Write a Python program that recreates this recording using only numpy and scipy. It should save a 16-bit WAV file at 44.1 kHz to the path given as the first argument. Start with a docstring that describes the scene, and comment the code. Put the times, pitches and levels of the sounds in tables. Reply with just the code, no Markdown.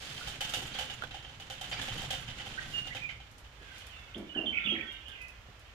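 """A monkey climbs a wire cage

Each grip rattles the wire mesh, and the fence rustles, squeaks and rumbles under the monkey's weight.
Branches clack, twigs tick and its body bumps the frame. A bird whistles quick warbles on the right,
far birds join in, and low, gruff bursts sound from further off in three groups.
The enclosure's walls and roof echo over a quiet outdoor background."""
import sys
import numpy as np
from scipy import signal
from scipy.fft import rfft, irfft, next_fast_len
from scipy.io import wavfile
from scipy.ndimage import map_coordinates

SR = 44100
rng = np.random.default_rng(int(sys.argv[2]) if len(sys.argv) > 2 else 0)


def dump(signal):
    """Clip the signal to [-1, 1] and save it as 16-bit WAV at the path in sys.argv[1]."""
    limited = np.clip(np.atleast_2d(signal).T, -1, 1)
    pcm = np.round(limited * 32767).astype(np.int16)
    wavfile.write(sys.argv[1], SR, pcm)


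N = 253134

# Levels are relative: the functions add their own gains. A ring time (t60) is the time to fade 60 dB.
# The tone of each noisy sound. Each row: frequency in Hz, level in dB.
AIR_TONE = [(12, -37), (22, -4), (35, 0.5), (52, 11), (80, 5.5), (112, 2), (165, -10.5), (300, -14),
            (520, -10), (780, -11), (1050, -11), (1600, -10.5), (2600, -14), (4200, -20), (7000, -25),
            (9000, -35), (15000, -35)]
GRIT_TONE = [(1000, -14), (3000, 1.5), (4500, 1), (7000, -5), (10000, -11), (15000, -21)]
RUSTLE_TONE = [(100, -10), (200, 0.5), (400, -3.5), (1000, -3), (2000, -0.5), (3200, -0.5), (4500, -8),
               (7000, -14), (10000, -22.5), (15000, -35)]
SWAY_TONE = [(15, -2), (30, -2), (60, 0), (80, -13), (100, -1), (135, 2.5), (190, -11), (300, -12.5),
             (700, -75)]
WOOD_TONE = [(200, -11), (700, 5), (1100, -2), (1550, 9.5), (2100, -7), (3400, 0.5), (4500, -10),
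             (12000, -25.5)]
WIRE_TONE = [(100, 11), (350, -6), (700, 15), (1100, 2.5), (2000, 2.5), (3200, 1), (4500, -7), (7000, -7.5),
             (10000, -10), (15000, -16.5)]
THUD_TONE = [(30, -15), (115, 5.5), (250, -2.5), (400, -2), (700, -9.5), (2000, -45)]
TICK_TONE = [(400, -27), (2000, -6), (5000, 5.5), (8000, 3), (12000, 2.5), (15000, -15)]
HOLLOW_TONE = [(70, -24), (125, -17.5), (165, -3.5), (205, -0.5), (240, -2.5), (305, 2), (370, -7),
               (440, -25), (900, -60.5)]
RASP_TONE = [(200, -2.5), (450, 1.5), (700, 3.5), (900, -7.5), (1700, -10), (3000, -49.5)]
# Filters for the whistles and the wash of far birds. Each row: frequency in Hz, gain in dB.
THROAT_TONE = [(3550, 0), (4100, -6), (7000, 5)]
FAR_BIRD_TONE = [(800, -6.5), (1400, -7), (2000, -7), (2600, -0.5), (3300, -3.5), (4000, -7), (6000, -36)]
# A hand or foot slides. Each row: time it is fully loud in seconds, hold in seconds, level in dB.
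SKIN_SLIDES = [(0.02, 0.29, -50.5), (2.7, 0.085, -55), (3.77, 0.044, -59.5)]
# The body pulls itself up. Each row: time in seconds, hold in seconds, rustle in dB, fence sway in dB.
BODY_HAULS = [(0.045, 0.27, -55.5, -52.5), (0.56, 0.25, -55, -49.5), (1.054, 0.5, -66, -55),
              (1.793, 0.24, -52.5, -43.5), (2.356, 0.23, -57.5, -70), (2.666, 0.15, -57.5, -47.5),
              (3.75, 0.14, -64.5, -65.5)]
# Pitches the mesh favours. Each row: centre in Hz, width in Hz, boost in dB.
MESH_RESONANCES = [(537, 27, 1), (585, 62, -1.5), (745, 190, 2), (815, 15, 1), (1040, 280, -6.5),
                   (1520, 390, 3), (2660, 100, 5.5), (2924, 130, 4.5), (3117, 104, 11), (3330, 110, 4),
                   (3570, 170, 6.5), (4740, 130, 2.5), (6020, 92, 4.5), (6920, 920, 5.5)]
# Wire slips on wire. Each row: start in seconds, length in seconds, pitch in Hz, level in dB.
WIRE_SQUEAKS = [(0.205, 0.025, 1453, -45), (0.666, 0.0082, 7300, -48), (0.734, 0.014, 4390, -46),
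                (0.935, 0.013, 7200, -49.5), (1.692, 0.026, 7250, -52), (1.723, 0.023, 4710, -41),
                (1.727, 0.017, 2400, -42), (1.761, 0.023, 2250, -42), (1.765, 0.026, 4600, -51),
                (1.793, 0.014, 1716, -39)]
# A branch clacks. Each row: start in seconds, level in dB, pitch in Hz.
BRANCH_CLACKS = [(0.212, -39, 1440), (1.0219, -29, 1390), (1.0372, -28, 1510), (1.726, -38, 2220),
                 (1.7985, -35.5, 1625)]
# Grips. Each row: start in seconds, levels of wires, frame and zing in dB, gripped wire's pitch in Hz.
MESH_GRIPS = [(0.273, -38, -47, -41.5, 3130), (0.4073, -30.5, -40, -35.5, 3015),
              (0.442, -36, -63, -47.5, 3145), (0.493, -39, -53, -40.5, 3170),
              (0.537, -29.5, -41.5, -33, 2850), (0.6194, -45, -53, -44, 3100), (0.744, -35, -48, -48, 3290),
              (0.787, -32, -42, -38, 3015), (0.81, -36.5, -45, -51, 3070), (0.898, -37, -48, -49.5, 2905),
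              (1.1089, -42, -53.5, -62, 3110), (1.1436, -41, -47, -55, 2990),
              (1.178, -47.5, -67, -67, 3100), (1.244, -43, -56, -64.5, 3130),
              (1.2935, -56, -58.5, -70.5, 3030), (1.399, -45, -55.5, -52.5, 2950),
              (1.5, -37, -46.5, -44.5, 3074), (1.612, -39.5, -46, -43, 3134),
              (1.642, -41.5, -61, -62, 2950), (1.713, -33.5, -47, -47.5, 3123),
              (1.727, -38.5, -46.5, -59, 3440), (1.814, -37, -49.5, -39.5, 3450),
              (1.8835, -38, -46.5, -48, 3040), (1.977, -37.5, -52, -45, 3180), (2.018, -42, -45, -44, 3000),
              (2.1047, -31, -42, -36.5, 3290), (2.133, -37.5, -43, -49, 3140),
              (2.279, -38.5, -54.5, -56, 3050), (2.399, -38, -51, -56.5, 3035),
              (2.46, -47, -48.5, -50, 3360), (2.704, -51, -68, -52, 3140),
              (2.869, -41.5, -52.5, -53.5, 2825), (2.9488, -36.5, -45.5, -48, 3120),
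              (3.091, -41, -60, -63, 3054), (3.2, -49, -59, -71, 3060), (3.257, -60, -64, -82, 3055),
              (3.444, -53, -96, -67, 3015)]
# How a branch and a gripped wire ring. Each row: multiple of the pitch, level in dB, ring in seconds.
BRANCH_RING = [(1.001, 2, 0.035), (1.13, -12, 0.038), (2.25, -11.5, 0.062)]
GRIPPED_RING = [(1, -1, 0.24), (1.013, -9.5, 0.21)]  # the wire swings in two planes, so two close tones beat
# How the linked wires and the frame ring. Each row: pitch in Hz, level in dB, ring time in seconds.
WIRE_RING = [(1670, -12, 0.25), (2800, 2.5, .4), (2870, -8, 0.24), (2970, 7, 0.3), (3050, 0, 0.37),
             (3240, -9, 0.29), (3270, -16, 0.37), (3300, -2, 0.29), (3870, 0.5, 0.23), (5870, -5, 0.2)]
FRAME_RING = [(521, -6.5, 0.26), (578, -11, 0.14), (731.5, -2.5, 0.18), (784, 3.5, 0.12), (849, -4, 0.26)]
# Dull thuds and dry ticks. Each row: start in seconds, level in dB.
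LOW_THUDS = [(0.571, -35.5), (0.618, -39.5), (1.958, -39.5), (3.612, -47.5), (4.66, -40.5), (5.085, -51),
             (5.488, -48.5)]
TWIG_TICKS = [(0.6694, -42), (0.9378, -47), (1.6127, -47), (1.696, -44), (1.941, -41.5), (2.2064, -45),
              (2.6743, -49), (3.314, -51), (3.382, -47), (3.782, -45), (3.867, -45.5), (4.179, -48),
              (4.924, -50.5), (5.083, -49), (5.216, -47), (5.283, -48.5), (5.594, -54)]
# The near bird's whistles, a farther bird's faint, low, held note (at 4.519 s) and one rising rasp
# that sounds with the second gruff burst (at 4.341 s).
# Each row: start and length in seconds, first and last pitch in Hz,
# bend (1 glides straight, more settles sooner), level in dB, extra gain of the direct sound in dB.
WHISTLES_AND_RASP = [(2.576, 0.015, 1483, 1570, 1, -38.5, 1), (2.584, 0.014, 1920, 1850, 1, -40, -1),
                     (2.589, 0.0086, 1560, 1570, 1, -46, 9), (2.732, 0.069, 2847, 2832, 1.2, -34, -1.5),
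                     (2.785, .11, 2826, 2832, 1, -46, -4), (2.903, 0.035, 1886, 2220, 1, -43, -2),
                     (2.966, 0.018, 2720, 2160, 0.86, -39, -4), (3.015, 0.052, 2470, 2357, 1.3, -39, -1),
                     (3.08, 0.029, 2492, 1970, 1.1, -43.5, 1), (4.141, 0.022, 2540, 3620, 1.43, -44, -1),
                     (4.288, 0.051, 2970, 2890, 1.16, -44.5, -3),
                     (4.341, 0.039, 1507, 1900, 0.9, -50, -0.5),
                     (4.348, 0.028, 3124, 2900, 1.33, -32, -8.5),
                     (4.369, 0.033, 2910, 2764, 1.7, -29.5, -3.5),
                     (4.456, 0.0557, 3690, 3075, 6.1, -31, -3),
                     (4.525, 0.041, 2194, 2794, 1.1, -30.5, -9.5),
                     (4.565, 0.029, 2797, 2090, 1.32, -32.5, -2), (4.519, 0.3, 1418, 1302, 0.93, -56, -0.5),
                     (4.64, 0.03, 3250, 3500, 3.3, -42, 3), (4.656, 0.031, 3538, 2506, 1.6, -29, -4.5),
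                     (4.678, 0.02, 2610, 3024, 1, -28, -2.5), (4.693, 0.042, 3410, 3245, 7.8, -32, 1),
                     (4.75, 0.022, 2680, 1740, 1.65, -37, -4), (4.79, 0.044, 1788, 1940, 1.03, -45, -8),
                     (4.809, 0.0095, 2620, 2220, 1.7, -42.5, 7),
                     (4.866, 0.062, 3293, 3206, 1.07, -44, -1.5), (5.046, 0.068, 2700, 3490, 1.3, -47, -6),
                     (5.077, 0.073, 1613, 1578, 1.2, -51.5, -5.5),
                     (5.108, 0.066, 3324, 2284, 1.08, -46, -6), (5.164, 0.093, 2060, 1997, 1.1, -50, -6),
                     (5.205, 0.033, 2564, 2448, 1, -42.5, -3.5),
                     (5.286, 0.026, 2620, 2510, 0.9, -56.5, 5.5), (3.579, 0.19, 1723, 1536, 1.5, -59.5, -1)]
# Far birds sing. Each row: time it is fully loud in seconds, hold in seconds, level in dB.
FAR_BIRD_PHRASES = [(3.72, 0.37, -55.5), (4.6, 0.22, -47.5), (5.12, 0.072, -65), (5.66, .08, -63)]
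# Gruff bursts. Each row: start and length in seconds, level in dB, pulses a second, rasp in dB,
# centre of the hollow resonance in Hz.
GRUFF_BURSTS = [(4.154, 0.063, -41, 85, -11, 259), (4.352, 0.064, -39, 74.8, -4.5, 275),
                (4.426, 0.096, -48.5, 66, -5, 246), (4.644, 0.07, -45.5, 66, -11, 191),
                (4.71, 0.047, -42, 88, -5, 287)]
# The enclosure's echo. Each row: frequency in Hz, ring time in seconds.
ECHO_TIMES = [(200, 0.55), (1000, 0.65), (3000, 0.4), (8000, 0.18), (15000, 0.22)]
# How alike left and right are. Each row: frequency in Hz, likeness from 0 (unrelated) to 1 (the same).
STEREO_LIKENESS = [(60, .94), (200, .91), (450, .78), (800, .64), (1500, .05), (2500, 0), (15000, 0)]
# The cage's balance. Each row: frequency in Hz, left minus right in dB.
STEREO_LEAN = [(60, -.5), (200, -2), (700, -3), (1300, -4.5), (4400, -6.5), (8000, 1), (15000, -3.5)]

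SIDES = np.array([[.5], [-.5]])  # shares a difference between left and right; a negative pan is right
STRIKE_ATTACK_S = .0007


def amp(db):
    """Turn decibels into a gain."""
    return 10 ** (np.asarray(db) / 20)


def unit(x):
    """Scale a signal to an average power of 1."""
    return x / np.sqrt(np.mean(x ** 2) + 1e-20)


def along(points, hz):
    """Read between (Hz, value) points on a log frequency axis."""
    freqs, values = np.transpose(points)
    return np.interp(np.log(hz + 1), np.log(freqs + 1), values)


def wobble(rate):
    """A smooth random curve through `rate` points a second."""
    return map_coordinates(rng.standard_normal(int(N * rate / SR) + 4), [np.arange(N) * rate / SR])


def filtered(x, response):
    """Give each frequency the gain that `response` asks for."""
    size = next_fast_len(N + SR // 2)
    return irfft(rfft(x, size) * response(np.fft.rfftfreq(size, 1 / SR)), size)[..., :N]


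def add(track, start, sound):
    """Mix a sound into a track, `start` seconds in."""
    part = track[..., max(0, round(start * SR)):][..., :sound.shape[-1]]
    part += sound[..., :part.shape[-1]]


def stereo(two):
    """Turn two unrelated signals into left and right: alike in the bass, unrelated in the treble."""
    turn = lambda hz: np.arccos(np.clip(along(STEREO_LIKENESS, hz), -1, 1)) / 2
    mid, side = filtered(two, lambda hz: np.array([np.cos(turn(hz)), np.sin(turn(hz))]))
    return np.array([mid + side, mid - side])


def contacts(tone, rate, blur, resonances=(), spread=.003):
    """Tiny random touches, `rate` a second and blurred with noise, sound through an object."""
    touches = (rng.random(N) < rate / SR) * rng.standard_normal((2, N))
    drive = unit(touches) + blur * rng.standard_normal((2, N))
    peaks_db = lambda hz: sum(db / (1 + (2 * (hz - mid) / width) ** 2) for mid, width, db in resonances)
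    # bending waves carry the treble first; spread is the delay in seconds at 1 kHz
    bending = lambda hz: np.exp(-4j * np.pi * spread * np.sqrt(hz * 1000))
    return unit(filtered(stereo(drive), lambda hz: amp(along(tone, hz) + peaks_db(hz)) * bending(hz)))


def swells(rows, build, fade):
    """Loudness curve of (time, hold, dB) swells that build and fade in dB a second."""
    t = np.arange(N) / SR
    return np.sqrt(sum(amp(db - build * np.maximum(at - t, 0) - fade * np.maximum(t - at - hold, 0)) ** 2
                       for at, hold, db in rows))


def blows(rows, attack):
    """Loudness curve of (start, dB, ring time) hits that rise fast and die away."""
    power, t = np.zeros(N), np.arange(SR // 2) / SR
    for start, db, t60 in rows:
        add(power, start - attack, (amp(db - 60 * t / t60) * (1 - np.exp(-t / attack))) ** 2)
    return np.sqrt(power)


def ringing(hits, modes, detune):
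    """Fading tones for each (start, dB, tuning) hit; tuning multiplies the pitches. No two are alike."""
    out, t = np.zeros((2, N)), np.arange(SR // 3) / SR
    hz, db, t60 = np.transpose(modes)[:, :, None]
    for start, level, tuning in hits:
        pitch_scatter, level_scatter = rng.standard_normal((2, len(modes), 1))
        pitch = tuning * hz * (1 + detune * pitch_scatter)
        gain = amp(db + 2 * level_scatter)
        phase = 2 * np.pi * rng.random((2, len(modes), 1))
        ring = (gain * amp(-60 * t / t60) * np.sin(2 * np.pi * pitch * t + phase)).sum(1)
        onset = 1 - np.exp(-t / STRIKE_ATTACK_S)
        add(out, start, amp(level) * onset * ring * np.sqrt(2 / np.sum(gain ** 2)))
    return stereo(out)


def strands(count, width_hz, ring_db):
    """Random narrow resonances of single wire strands, as (Hz, width in Hz, dB)."""
    return [(1200 + 13000 * height ** 1.4, width_hz * (.5 + 2 * height), ring_db * (.5 + strength / 2))
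            for height, strength in rng.random((count, 2))]


def echo(x, linger=1):
    """Walls and roof scatter a sound into a fading stereo tail; `linger` stretches the tail."""
    hz, t, noise = signal.stft(rng.standard_normal((2, SR * 2 // 3)), SR, nperseg=256)
    decay = amp(-60 * t / (linger * along(ECHO_TIMES, hz)[:, None]))
    tail = signal.istft(noise * decay * (1 - np.exp(-t / 0.0007)), SR, nperseg=256)[1]
    mid_power = np.mean(np.abs(rfft(tail, SR)[:, 200:4000]) ** 2)
    return signal.fftconvolve(x[None], tail / np.sqrt(mid_power), axes=1)


def outdoor_air(level_db=-55):
    """A distant low rumble with a thin hiss, drifting gently in level."""
    air = filtered(stereo(rng.standard_normal((2, N))), lambda hz: amp(along(AIR_TONE, hz)))
    return unit(air) * amp(level_db + wobble(3))


def sliding():
    """Skin dragged over wire gives a fine, bright scrape."""
    return contacts(GRIT_TONE, rate=800, blur=1) * swells(SKIN_SLIDES, build=152, fade=170)


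def wire_rustle(rustle_db=7.5, clink_db=4, grit_db=-6, rest_db=-75, clink_count=130):
    """Wires rub, clink and tick with each haul of the body, and barely stir at rest."""
    hauls = swells([(at, hold, db) for at, hold, db, _ in BODY_HAULS], build=44.5, fade=39)
    effort = np.hypot(amp(rest_db), hauls)
    # light rubbing only partly brings out the resonances
    faint = [(hz, width, .45 * db) for hz, width, db in MESH_RESONANCES]
    rustle = contacts(RUSTLE_TONE, rate=700, blur=2.34, resonances=faint, spread=.008)
    rustle *= amp(rustle_db + 1.5 * wobble(60))
    mesh = MESH_RESONANCES + strands(count=20, width_hz=35, ring_db=5)
    uneven_hits = [((k + late) / clink_count * N / SR, 6 * strength, 0.094)
                   for k, (late, strength) in enumerate(rng.random((clink_count, 2)))]
    clinks = unit(blows(uneven_hits, attack=0.0026))
    clinks = clinks * contacts(RUSTLE_TONE, rate=1400, blur=0.93, resonances=mesh, spread=.008)
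    grit = contacts(GRIT_TONE, rate=170, blur=.3, resonances=mesh, spread=.004)
    return effort * (rustle + amp(clink_db) * clinks + amp(grit_db) * grit)


def fence_sway(level_db=-2, lag_s=0.025):
    """The whole fence rumbles under the moving weight, just after each haul."""
    weight = swells([(at + lag_s, hold, db) for at, hold, _, db in BODY_HAULS], build=74, fade=23)
    return amp(level_db) * weight * contacts(SWAY_TONE, rate=53, blur=1)


def squeaks(pitch_waver=0.059):
    """A wire slips on another and sings briefly at an unsteady pitch."""
    out, slip = np.zeros((2, N)), wobble(1100)
    for start, length, hz, db in WIRE_SQUEAKS:
        progress = np.linspace(0, 1, int(length * SR))
        pitch = hz * (1 + pitch_waver * slip[int(start * SR):][:len(progress)])
        tone = amp(db) * np.sin(np.pi * progress) * np.sin(2 * np.pi * np.cumsum(pitch) / SR)
        add(out, start, tone)
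        add(out, start, echo(tone))
    return out


def branch_clacks(crack_db=1, tail_db=-14, ring_db=-4, pan_db=-5):
    """A branch on the right cracks sharply and rings briefly at its own pitch."""
    cracks = [(start, db + crack_db, .009) for start, db, _ in BRANCH_CLACKS]
    tails = [(start, db + tail_db, .11) for start, db, _ in BRANCH_CLACKS]
    knock = blows(cracks + tails, attack=0.00053) * contacts(WOOD_TONE, rate=2300, blur=0.78)
    ring = amp(ring_db) * ringing(BRANCH_CLACKS, BRANCH_RING, detune=0.012)
    return (knock + ring) * amp(pan_db * SIDES)


def mesh_rattle(snap_db=-8.5, snap_t60=.027):
    """A grip plucks one wire; linked wires chatter and ring, the frame clangs, a bright zing fades."""
    starts, wire_db, frame_db, zing_db, wire_hz = np.transpose(MESH_GRIPS)
    same_tuning = np.ones(len(starts))
    mesh = MESH_RESONANCES + strands(count=40, width_hz=30, ring_db=5)
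    chatter = contacts(WIRE_TONE, rate=1700, blur=1, resonances=mesh, spread=.008)
    below = lambda hz, edge_hz: 1 / (1 + (hz / edge_hz) ** 8)

    def struck(band, levels_db, t60):
        """One band of the chatter: a brief snap on top of a longer rattle at every grip."""
        rattles = [(start, db, t60) for start, db in zip(starts, levels_db)]
        snaps = [(start, db + snap_db, snap_t60) for start, db in zip(starts, levels_db)]
        return unit(filtered(chatter, band)) * blows(rattles + snaps, STRIKE_ATTACK_S)

    knock = struck(lambda hz: below(hz, 1000), frame_db - 7.5, t60=.244)
    rattle = struck(lambda hz: below(hz, 5800) - below(hz, 1100), wire_db - 6.5, t60=.366)
    zing = struck(lambda hz: 1 - below(hz, 3400), zing_db - 5, t60=.303)
    linked = ringing(zip(starts, wire_db - 11, same_tuning), WIRE_RING, detune=0.0081)
    plucked = ringing(zip(starts, wire_db - 8, wire_hz), GRIPPED_RING, detune=0.0034)
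    clang = ringing(zip(starts, frame_db + 1.5, same_tuning), FRAME_RING, detune=0.0056)
    return knock + rattle + zing + linked + plucked + clang


def low_thuds(level_db=-2):
    """Dull low thuds: bumps on the frame, and a thump under the last gruff bursts."""
    thuds = blows([(start, db + level_db, .15) for start, db in LOW_THUDS], attack=0.0042)
    return thuds * contacts(THUD_TONE, rate=1300, blur=1)


def twig_ticks(tick_db=-7, tail_db=-11):
    """Twigs give small, dry ticks, each with a short tail."""
    ticks = [(start, db + tick_db, .02) for start, db in TWIG_TICKS]
    tails = [(start, db + tail_db, .16) for start, db in TWIG_TICKS]
    return blows(ticks + tails, attack=.0005) * contacts(TICK_TONE, rate=4200, blur=0.8)


def whistles_and_rasp(direct_db=1.44, echo_db=-2.5, pan_db=-12, echo_pan_db=-8, left_lag_s=0.00025):
    """Bird whistles and one rising rasp: steady notes are clear, wide glides husky, and all echo."""
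    direct, room = np.zeros(N), np.zeros((2, N))
    drift, tremor = wobble(800), wobble(400)
    for start, length, first_hz, last_hz, bend, db, path_db in WHISTLES_AND_RASP:
        progress = np.linspace(0, 1, int(length * SR))
        now = slice(int(start * SR), int(start * SR) + len(progress))
        glide = last_hz + (first_hz - last_hz) * (1 - progress) ** bend
        octaves = abs(np.log2(last_hz / first_hz))
        husky = min(0.06 + 1.3 * octaves / np.sqrt(bend), .6)
        phase = 2 * np.pi * np.cumsum(glide * (1 + .09 * husky * drift[now])) / SR
        swell = amp(db + 6 * husky * tremor[now]) * np.tanh(3 * np.sin(np.pi * progress)) ** 2
        note = swell * (np.sin(phase) + amp(-42) * np.sin(2 * phase))
        add(direct, start, amp(path_db) * note)
        add(room, start + 0.011, amp(2.5 * husky) * echo(note, linger=0.97))
    direct = filtered(direct, lambda hz: np.exp(-2j * np.pi * hz * left_lag_s * SIDES))
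    calls = direct * amp(direct_db + pan_db * SIDES) + room * amp(echo_db + echo_pan_db * SIDES)
    return filtered(calls, lambda hz: amp(along(THROAT_TONE, hz)))


def far_birds(count=900, low_hz=1300, span_hz=2300, slur=0.1212, pan_db=-3):
    """Many short whistles overlap far off on the right; only their echo arrives."""
    notes, progress = np.zeros(N), np.linspace(0, 1, SR // 20)
    for when, height, slope in rng.random((count, 3)):
        glide = (low_hz + span_hz * height) * (1 + slur * (2 * slope - 1) * progress)
        add(notes, when * N / SR, np.sin(np.pi * progress) * np.sin(2 * np.pi * np.cumsum(glide) / SR))
    wash = unit(filtered(echo(notes)[:, :N], lambda hz: amp(along(FAR_BIRD_TONE, hz))))
    return wash * swells(FAR_BIRD_PHRASES, build=78, fade=33.5) * amp(pan_db * SIDES)


def gruff_bursts(level_db=-1, echo_db=-1, pulse_depth=0.22, table_centre_hz=250):
    """Low, hollow noise with a rasp above it pulses unevenly, heard with much echo."""
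    rasp = unit(contacts(RASP_TONE, rate=530, blur=1)[0])
    direct, room = np.zeros(N), np.zeros((2, N))
    for start, length, db, rate_hz, rasp_db, centre_hz in GRUFF_BURSTS:
        resonance = lambda hz: amp(along(HOLLOW_TONE, hz * table_centre_hz / centre_hz))
        hollow = unit(filtered(rng.standard_normal(N), resonance))
        t = np.arange(int(length * 2 * SR)) / SR
        noise = unit((hollow + amp(rasp_db) * rasp)[int(start * SR):][:len(t)])
        swell = (1 - np.exp(-t / 0.0033)) / (1 + (t / length) ** 8)
        pulse_hz = rate_hz * (1 + 0.27 * wobble(72)[:len(t)])
        pulses = 1 + pulse_depth * np.cos(2 * np.pi * np.cumsum(pulse_hz) / SR)
        burst = amp(db + level_db) * swell * pulses * noise
        add(direct, start, burst)
        add(room, start, echo(burst))
    return direct + amp(echo_db) * stereo(room)


def scene():
    """Mix everything: the cage and its background lean to the right, the whistles more so."""
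    fence = mesh_rattle() + wire_rustle() + fence_sway() + sliding() + squeaks()
    knocks = branch_clacks() + twig_ticks() + low_thuds()
    background = gruff_bursts() + outdoor_air() + far_birds()
    lean = lambda hz: amp(along(STEREO_LEAN, hz) * SIDES)
    return filtered(fence + knocks + background, lean) + whistles_and_rasp()


def record(dry, top_hz=15600):
    """Cut away the very highest treble."""
    return filtered(dry, lambda hz: hz < top_hz)


dry = scene()
out = record(dry)
dump(out)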